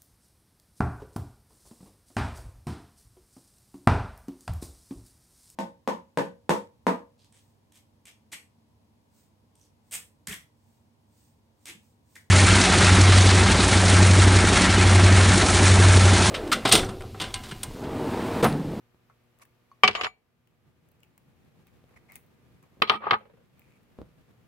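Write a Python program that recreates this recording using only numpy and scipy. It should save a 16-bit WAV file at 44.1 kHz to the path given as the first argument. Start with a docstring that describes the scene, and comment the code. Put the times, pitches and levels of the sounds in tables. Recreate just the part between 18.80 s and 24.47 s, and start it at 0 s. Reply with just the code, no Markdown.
"""A small metal tin of putty, handled over a wooden table in a quiet room.
Its lid drops, bounces and rolls on its rim; later the tin is set down, tips, falls flat and rocks.
Blows clack, ring the metal's modes and make the table top boom. Air pockets pop in the putty, and
fingers tap the tin and drag putty over it. Under this: soft bumps, a low rumble that comes up
and stays, room air and mains hum."""
import sys
import numpy as np
from scipy import signal
from scipy.fft import rfft, irfft
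from scipy.io import wavfile
from scipy.ndimage import uniform_filter1d

SR = 44100
rng = np.random.default_rng(int(sys.argv[2]) if len(sys.argv) > 2 else 0)


def dump_mix(stems):
    """Bounce the given channels to the path in sys.argv[1] as a 16-bit WAV at rate SR."""
    frames = np.atleast_2d(stems).T  # one column per channel
    limited = np.clip(frames, -1, 1)  # hard clip at full scale
    pcm = np.round(limited * 32767).astype(np.int16)
    wavfile.write(sys.argv[1], SR, pcm)


N = 250047
T = np.arange(16384) / SR  # time within one event, s

# The lid's blows on the table, and the first blow's two quick echoes. Each row: start in seconds,
# level in dB, treble in dB, bass in dB, clack t60 in seconds, metal ring in dB.
LID_BLOWS_AND_ECHOES = [(1.0347, -3.5, 3, 0, 0.03, 3.5), (1.0399, -7, 0, -12.5, 0.081, 3),
                        (1.0512, -15.5, -4.5, 8.5, 0.074, -5.5), (1.0769, -7.5, 10.5, -11, .038, -6),
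                        (1.0832, -11, -16, 2, 0.11, -12.5), (1.1505, -15.5, 0.5, -7, 0.083, -5),
                        (1.2105, -11.5, -2.5, -12.5, 0.052, -9.5), (1.2347, -15, 1, -1, 0.033, -22),
                        (1.2434, -15, -0.5, -4.5, 0.078, -9)]
# The tin's blows on the table; same columns.
TIN_BLOWS = [(4.0196, -16, 0, 7, 0.092, -9), (4.0216, -14.5, 14, -3.5, 0.018, -1),
             (4.0967, -14.5, 14.5, -3.5, 0.033, -27), (4.1005, -15, -8, -6, 0.095, 4),
             (4.2415, -24.5, -25, -4, 0.037, -9), (4.2688, -16.5, -33, -7.5, 0.043, -0.5),
             (4.3094, -9, 0, -9, 0.041, -6.5), (4.3225, -17.5, -19.5, 1, 0.044, -0.5),
             (4.3315, -10.5, -15.5, -15.5, 0.057, -5), (4.3395, -13.5, -11.5, -9, 0.024, -2.5),
             (4.3455, -21.5, -13, -8.5, .06, -3.5)]


def amp(db):
    """Decibels to gain."""
    return 10 ** (np.asarray(db) / 20)


def rms(x):
    """Root mean square, never zero."""
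    return np.sqrt(np.mean(x ** 2) + 1e-20)


def unit(x):
    """Scale to rms 1."""
    return x / rms(x)


def read(points, hz):
    """Interpolate a table over log frequency."""
    points_hz, values = np.transpose(points)
    return np.interp(np.log(hz + 1), np.log(points_hz + 1), values)


def add(mix, start_s, sound):
    """Mix a sound in at start_s."""
    part = mix[:, round(start_s * SR):][:, :sound.shape[-1]]
    part += sound[..., :part.shape[1]]


def bins(x):
    """FFT bin frequencies in Hz."""
    return np.fft.rfftfreq(x.shape[-1], 1 / SR)


def shaped(x, gain_db):
    """Minimum-phase filter, one gain per bin."""
    log_gain = np.log(amp(gain_db))
    mirrored = np.concatenate([log_gain, log_gain[-2:0:-1]])
    response = np.exp(np.conj(signal.hilbert(mirrored)))[:len(gain_db)]
    return irfft(rfft(x) * response, x.shape[-1])


def coloured(x, colour):
    """Filter at constant power. 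Each colour row: frequency in Hz, relative gain in dB."""
    return unit(shaped(x, read(colour, bins(x)))) * rms(x)


def resonant(x, hz, gain_db, width):
    """Lift one resonance at constant power; width is a fraction of hz."""
    peak_db = gain_db / (1 + ((bins(x) / hz - 1) / width) ** 2)
    return unit(shaped(x, peak_db)) * rms(x)


def shelves(x, treble_db, bass_db=0, treble_hz=2100, bass_hz=450):
    """Shelving EQ: hard contacts are brighter, heavy ones have more bass."""
    hz = bins(x)
    high_db = treble_db * (1 - 1 / (1 + (hz / treble_hz) ** 4))
    low_db = bass_db / (1 + (hz / bass_hz) ** 4)
    return shaped(x, high_db + low_db)


def noise(size):
    """Stereo white noise, more alike in the bass."""
    # Each row: frequency in Hz, left-right coherence.
    likeness = [(50, 0.14), (150, 0.53), (400, 0.28), (1000, 0.28), (2000, 0.12), (5000, 0.044),
                (16000, 0.08)]
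    left, independent = rfft(rng.standard_normal((2, size)))
    coherence = read(likeness, np.fft.rfftfreq(size, 1 / SR))
    right = coherence * left + np.sqrt(1 - coherence ** 2) * independent
    return irfft(np.array([left, right]), size)


def burst(t60_s, rise_s=0.0004):
    """Decaying noise: dense resonances after one contact."""
    envelope = amp(-60 * T / t60_s) * (1 - np.exp(-T / rise_s))
    return unit(noise(len(T)) * envelope) * rms(envelope)


def stroke(length_s, grain_db, release_t60_s=0.06):
    """A run of tiny uneven contacts that swells, holds and dies away."""
    grains = amp(grain_db * unit(uniform_filter1d(rng.standard_normal(len(T)), size=90)))
    swell = np.sin(np.pi / 2 * np.minimum(4 * T / length_s, 1)) ** 2
    release = amp(-60 * np.maximum(T - 0.75 * length_s, 0) / release_t60_s)
    return unit(noise(len(T)) * grains) * swell * release


def ring(modes, lag_s=0, scatter_hz=2500, rise_cycles=0.95):
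    """Damped modes; higher ones reach the two microphones more out of step."""
    hz, db, t60_s = np.transpose(modes)[:, :, None]
    side = np.array([-0.5, 0.5])[:, None, None]
    scatter_rad = rng.standard_normal(hz.shape) * np.minimum(hz / scatter_hz, np.pi / 2)
    phase_rad = side * (2 * np.pi * hz * lag_s + scatter_rad)
    envelope = amp(db - 60 * T / t60_s) * (1 - np.exp(-(T * hz / rise_cycles) ** 2))
    return (envelope * np.sin(2 * np.pi * hz * T + phase_rad)).sum(1)


def excite(drive, modes):
    """Modes kept ringing by a drive, at the drive's power."""
    ringing = signal.fftconvolve(drive, ring(modes), axes=1)[:, :drive.shape[1]]
    return unit(ringing) * rms(drive)


def background(air_db=-69):
    """Room air, microphone hiss and faint mains hum."""
    air_colour = [(20, -6), (60, -1), (110, -1.5), (170, -5.5), (300, -8.5), (600, -9.5), (1200, -14),
                  (2400, -16), (4500, -24.5), (9000, -31), (13000, -27), (16000, -31.5)]
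    # Each row: frequency in Hz, rms level in dB.
    hum_tones = [(120, -74), (240, -79), (360, -82), (480, -83), (1201, -88)]
    t = np.arange(N) / SR
    hum = sum(amp(db) * np.sqrt(2) * np.sin(2 * np.pi * (hz * t + rng.random())) for hz, db in hum_tones)
    return amp(air_db) * coloured(noise(N), air_colour) + hum


def rumble(start_s=1.24, rise_s=0.66, quiet_db=-76.5, full_db=-62.5, flutter_db=2):
    """Soft, uneven low rumble that swells once and stays."""
    rumble_colour = [(20, -16.5), (60, -4.5), (150, 1), (300, -9), (500, -14.5), (900, -21.5), (2500, -27),
                     (5000, -36.5), (16000, -41)]
    level_db = np.interp(np.arange(N) / SR, [start_s, start_s + rise_s], [quiet_db, full_db])
    flutter = unit(uniform_filter1d(rng.standard_normal(N), size=2200))
    return coloured(noise(N), rumble_colour) * amp(level_db + flutter_db * flutter)


def bumps(push=16, shudder=0.65):
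    """Soft bumps, each a dull push and a short low shudder."""
    # Each row: start in seconds, level in dB, treble in dB, t60 in seconds.
    events = [(0.146, -58.5, -2, 0.055), (3.041, -54, 0.5, 0.024), (3.971, -56, -13, 0.22),
              (4.002, -49, -2.5, 0.063), (5.188, -39, -10, 0.22), (5.2166, -39, -5.5, 0.054)]
    bump_colour = [(20, -7.5), (60, 6), (130, 1.5), (250, -0.5), (500, -3.5), (900, -16), (1300, -18.5),
                   (2000, -31.5), (3700, -27), (6000, -40), (16000, -48)]
    out = np.zeros((2, N))
    for start_s, db, treble_db, t60_s in events:
        bump = coloured(shudder * burst(t60_s) - push * (T == 0), bump_colour)
        add(out, start_s, amp(db) * shelves(bump, treble_db))
    return out


def squishes():
    """Fingers drag sticky putty over the metal."""
    # Each row: start in seconds, length in seconds, level in dB, treble in dB, squeak in Hz.
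    drags = [(0.294, 0.02, -55, -19, 1250), (0.593, 0.047, -60.5, -2.5, 1090),
             (0.613, 0.024, -61, 8.5, 1060), (2.226, 0.028, -70, 3, 2860), (2.868, 0.022, -76.5, 12, 2260),
             (3.06, .12, -63.5, -14, 490), (3.157, 0.026, -52, -7.5, 2140), (3.277, 0.073, -53, -10, 2154),
             (3.32, 0.077, -67.5, 11.5, 2000), (3.821, 0.028, -62.5, -6.5, 1110),
             (4.729, 0.33, -72, 2, 2510)]
    squish_colour = [(100, -17.5), (600, -2), (1150, -1), (1600, -4.5), (2200, 4.5), (3300, -11),
                     (6000, -9.5), (11000, -12), (16000, -22.5)]
    out = np.zeros((2, N))
    for start_s, length_s, db, treble_db, squeak_hz in drags:
        drag = coloured(stroke(length_s, grain_db=4.5, release_t60_s=0.035), squish_colour)
        squish = resonant(drag, squeak_hz, gain_db=10.5, width=0.15)
        add(out, start_s, amp(db) * shelves(squish, treble_db))
    return out


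def taps():
    """Fingertips briefly ring the held tin."""
    # Each row: start in seconds, level in dB.
    touches = [(.298, -53.5), (.619, -57), (0.9152, -45.5)]
    # Each row: frequency in Hz, level in dB, t60 in seconds.
    held_modes = [(1049, -8, 0.024), (1110, 0.5, 0.058), (2318, -21, 0.04), (4420, -21.5, 0.045),
                  (6200, -25, .035)]
    out = np.zeros((2, N))
    for start_s, db in touches:
        add(out, start_s, amp(db) * ring(held_modes))
    return out


def pops(trim_db=-5):
    """Air pockets burst in the putty, each with its own resonance."""
    # Each row: start in seconds, level before trim in dB, treble in dB, t60 in seconds, resonance in Hz.
    pockets = [(0.5875, -57, 10, 0.011, 10800), (0.652, -43.5, -4, 0.02, 1693),
               (1.6726, -50.5, 3, 0.024, 3000), (2.088, -57.5, 11, 0.01, 11360),
               (2.116, -52.5, 5, 0.014, 13760), (2.204, -52.5, 4.5, .012, 7500),
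               (2.232, -40, 2, 0.017, 2780), (2.378, -34.5, -4.5, 0.015, 9300),
               (2.8694, -41.5, -1.5, 0.013, 4000), (3.3204, -36, 2, 0.013, 12230),
               (3.356, -23.5, -2, 0.013, 10040), (3.363, -39, 5, 0.011, 11900),
               (3.463, -57.5, 4.5, 0.011, 14040), (3.828, -55.5, 8.5, 0.0089, 8150),
               (4.7943, -45.5, 7, 0.0088, 12890), (5.032, -56, 1, 0.011, 9070)]
    pop_colour = [(100, -15), (900, -3.5), (2500, 0.5), (4500, -13), (8000, -6.5), (12000, -9.5),
                  (16000, 2.5)]
    out = np.zeros((2, N))
    for start_s, db, treble_db, t60_s, pocket_hz in pockets:
        click = coloured(burst(t60_s, rise_s=0.0003), pop_colour)
        pop = resonant(click, pocket_hz, gain_db=10, width=0.15)
        add(out, start_s, amp(db + trim_db) * shelves(pop, treble_db))
    return out


def clatter(clacks, rolls, clack_colour, modes, lag_s, grain_db, snap):
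    """A metal dish hits the table, bounces and rolls on its rim."""
    out = np.zeros((2, N))
    for start_s, db, treble_db, bass_db, t60_s, ring_db in clacks:
        attack = burst(t60_s) + snap * (T == 0)
        clack = coloured(attack, clack_colour) + amp(ring_db) * ring(modes, lag_s)
        add(out, start_s, amp(db) * shelves(clack, treble_db, bass_db))
    for start_s, length_s, db, treble_db, bass_db, ring_db, slope_db_per_s in rolls:
        contacts = stroke(length_s, grain_db) * amp(slope_db_per_s * T)
        roll = coloured(contacts, clack_colour) + amp(ring_db) * excite(contacts, modes)
        add(out, start_s, amp(db) * shelves(roll, treble_db, bass_db))
    return out


def lid():
    """The dropped lid clatters to rest on the wood."""
    # Each row: start and length in seconds; level, treble, bass and metal ring in dB; slope in dB/s.
    rolls = [(1.085, 0.081, -30, 8.5, 4.5, -8.5, -190), (1.132, 0.12, -25, -17, -6.5, -2.5, -7),
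             (1.24, .042, -14, -17, -22, -10, -220)]
    # Each row: frequency in Hz, level in dB, t60 in seconds.
    modes = [(212.4, -23, 0.26), (413, -19, 0.17), (750.5, -8, .11), (1161.5, 0.5, 0.049),
             (1196, -9, 0.087), (1407, -6, 0.023), (2010, -10, 0.095), (2171, -11, 0.065), (2296, -6.5, .1),
             (2587, -16, .04), (2815, -14, 0.026), (3045, -8.5, 0.078), (4842, -21.5, 0.019),
             (6290, -29, 0.035)]
    clack_colour = [(30, -21.5), (90, -13), (300, -6.5), (450, 2), (600, -5), (1150, -1.5), (1750, -2),
                    (2550, 1), (3050, 1.5), (3700, -8), (5000, -11), (6500, -24), (8500, -28.5),
                    (11000, -41.5), (16000, -46.5)]
    return clatter(LID_BLOWS_AND_ECHOES, rolls, clack_colour, modes, lag_s=70e-6, grain_db=5.5, snap=1)


def table_boom(clacks, relative_db, t60_s):
    """The whole table top booms under each clack."""
    boom_colour = [(20, -13), (45, -2), (95, 2), (150, -7.5), (260, -14.5), (500, -28.5), (1500, -62.5),
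                   (16000, -92)]
    out = np.zeros((2, N))
    for start_s, db, *_ in clacks:
        add(out, start_s, amp(db + relative_db) * coloured(burst(t60_s, rise_s=0.0017), boom_colour))
    return out


def lid_sing(start_s=1.148, length_s=0.12, release_s=0.015, start_db=-42.5, swell_db_per_s=14):
    """The lid's thin wall sings as it rolls, swelling slightly."""
    # Each row: frequency in Hz, level in dB, t60 in seconds.
    rim_modes = [(1170, -4, .12), (2296, 3, .2), (3800, 2, .13), (4300, -8, .24), (6900, 4, .1),
                 (9750, -10, .085), (12380, -14, .085), (15120, -23, .07)]
    release = np.clip(1 - (T - length_s) / release_s, 0, 1)
    drive = noise(len(T)) * amp(start_db + swell_db_per_s * T) * release ** 2
    out = np.zeros((2, N))
    add(out, start_s, excite(drive, rim_modes))
    return out


def tin():
    """The tin is set down under a hand, tips, drops flat and rocks."""
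    # Each row: start and length in seconds; level, treble, bass and metal ring in dB; slope in dB/s.
    rolls = [(4.07, 0.028, -45.5, 15.5, 6.5, 3.5, 56), (4.098, 0.087, -23, 1.5, 4.5, 3, -200),
             (4.195, 0.14, -35, -18.5, -4.5, -7, 64.5), (4.309, 0.051, -31, -4, -16.5, -1, -180)]
    # Each row: frequency in Hz, level in dB, t60 in seconds.
    modes = [(214.9, -24, 0.3), (434.9, -12, 0.12), (449.8, -19, 0.082), (858, -10, 0.084),
             (887, -8.5, 0.083), (958, -7, 0.071), (1064, -16.5, 0.056), (1196, 6, 0.0264),
             (1205, -8.5, 0.039), (1250, -1.5, 0.11), (1334, -19, 0.16), (1588, -23, 0.031),
             (1910, -19, 0.084), (2307.4, -32, 0.43), (3090, -11, .04), (4120, -30.5, 0.17),
             (8580, -31.5, 0.036), (10880, -44, 0.0351), (13120, -34.5, 0.04), (13650, -46, 0.0402)]
    clack_colour = [(30, -22.5), (100, -3.5), (300, -2.5), (440, 7), (700, -1), (1000, 6.5), (1650, 4.5),
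                    (2500, 2.5), (3100, 1.5), (4400, -8), (5500, -22.5), (7000, -38), (10000, -46.5),
                    (13500, -51), (16000, -48)]
    landing = clatter(TIN_BLOWS, rolls, clack_colour, modes, lag_s=-81e-6, grain_db=4, snap=6.94)
    return landing + rocking(clack_colour)


def rocking(clack_colour, start_s=4.405, gap_s=0.048, gap_ratio=0.9, start_db=-47, slope_db_per_s=-57):
    """The tin settles on its base: dull ticks, each sooner and softer."""
    out = np.zeros((2, N))
    tick_s = start_s
    for k in range(6):
        clack = coloured(burst(t60_s=0.11), clack_colour)
        tick = resonant(clack, hz=506, gain_db=17.5, width=0.295)
        level_db = start_db + slope_db_per_s * (tick_s - start_s)
        add(out, tick_s, amp(level_db) * shelves(tick, treble_db=-8))
        tick_s += gap_s * gap_ratio ** k
    return out


def room(x, onset_s=0.0059):
    """Short diffuse tail of a furnished room."""
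    # Each row: frequency in Hz, t60 in seconds.
    decay_times = [(100, 0.28), (480, 0.58), (1200, 0.22), (2500, 0.29), (5000, 0.14), (14000, 0.3)]
    hz, frame_s, spectra = signal.stft(noise(SR), SR, nperseg=256)
    decay = amp(-60 * frame_s / read(decay_times, hz)[:, None])
    _, tail = signal.istft(spectra * decay, SR, nperseg=256)
    t = np.arange(tail.shape[1]) / SR
    tail *= 1 - np.exp(-(t / onset_s) ** 2)
    return signal.fftconvolve(x, tail / np.linalg.norm(tail[0]), axes=1)[:, :N]


def out_of_step(x, left_hz=3900, right_hz=1750, width_hz=700):
    """All-passes: direct sound from the table reaches the microphones in antiphase in two bands."""
    radius = np.exp(-np.pi * width_hz / SR)
    denominators = [[1, -2 * radius * np.cos(2 * np.pi * hz / SR), radius ** 2]
                    for hz in (left_hz, right_hz)]
    return np.array([signal.lfilter(a[::-1], a, channel) for a, channel in zip(denominators, x)])


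def microphones(x, low_cut_hz=42):
    """Two microphones of slightly different colour, with a low cut."""
    # Each row: frequency in Hz, left minus right in dB.
    imbalance = [(30, 2.5), (130, 0), (300, 0), (800, 0), (1200, 1), (2400, 0.5), (3200, 1.5), (4300, -3.5),
                 (6500, -0.5), (9000, 2), (14000, 3)]
    hz = bins(x)
    cut_db = -10 * np.log10(1 + (low_cut_hz / (hz + 1)) ** 4)
    side_db = np.array([[0.5], [-0.5]]) * read(imbalance, hz)
    return irfft(rfft(shaped(x, cut_db)) * amp(side_db), x.shape[-1])


def scene():
    """Near sounds on the table; farther, wetter sounds in the hands."""
    dropped = lid() + lid_sing()
    placed = tin()
    hands = pops() + squishes() + taps()
    boom = table_boom(LID_BLOWS_AND_ECHOES, relative_db=-31.5, t60_s=0.23)
    boom += table_boom(TIN_BLOWS, relative_db=-29.5, t60_s=0.069)
    send = amp(-28.5) * dropped + amp(-26) * placed + amp(-14) * hands
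    wet = room(shelves(send, treble_db=1.5, bass_db=-1, treble_hz=3000, bass_hz=650))
    return out_of_step(placed + dropped) + boom + bumps() + hands + wet + rumble() + background()


def record(dry, threshold_db=-18, duck_db_per_db=0.45, recovery_db_per_s=9, edge_hz=15950):
    """Microphones, gain control that ducks at loud blows and recovers slowly, clipping, band limit."""
    padded = np.pad(dry, ((0, 0), (0, 2 ** 18 - N)))
    heard = microphones(padded)[:, :N]
    power = uniform_filter1d((heard ** 2).mean(0), size=440)
    power_db = 10 * np.log10(abs(power) + 1e-12)
    fall_db = recovery_db_per_s * np.arange(N) / SR
    held_peak_db = np.maximum.accumulate(power_db + fall_db) - fall_db
    over_db = np.maximum(held_peak_db - threshold_db, 0)
    duck_db = duck_db_per_db * uniform_filter1d(over_db, size=100)
    ducked = np.clip(heard / amp(duck_db), -1, 1)
    low_pass = signal.firwin(511, edge_hz, window=("kaiser", 9), fs=SR)
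    return signal.oaconvolve(ducked, low_pass[None], "same")


dry = scene()
out = record(dry)
dump_mix(out)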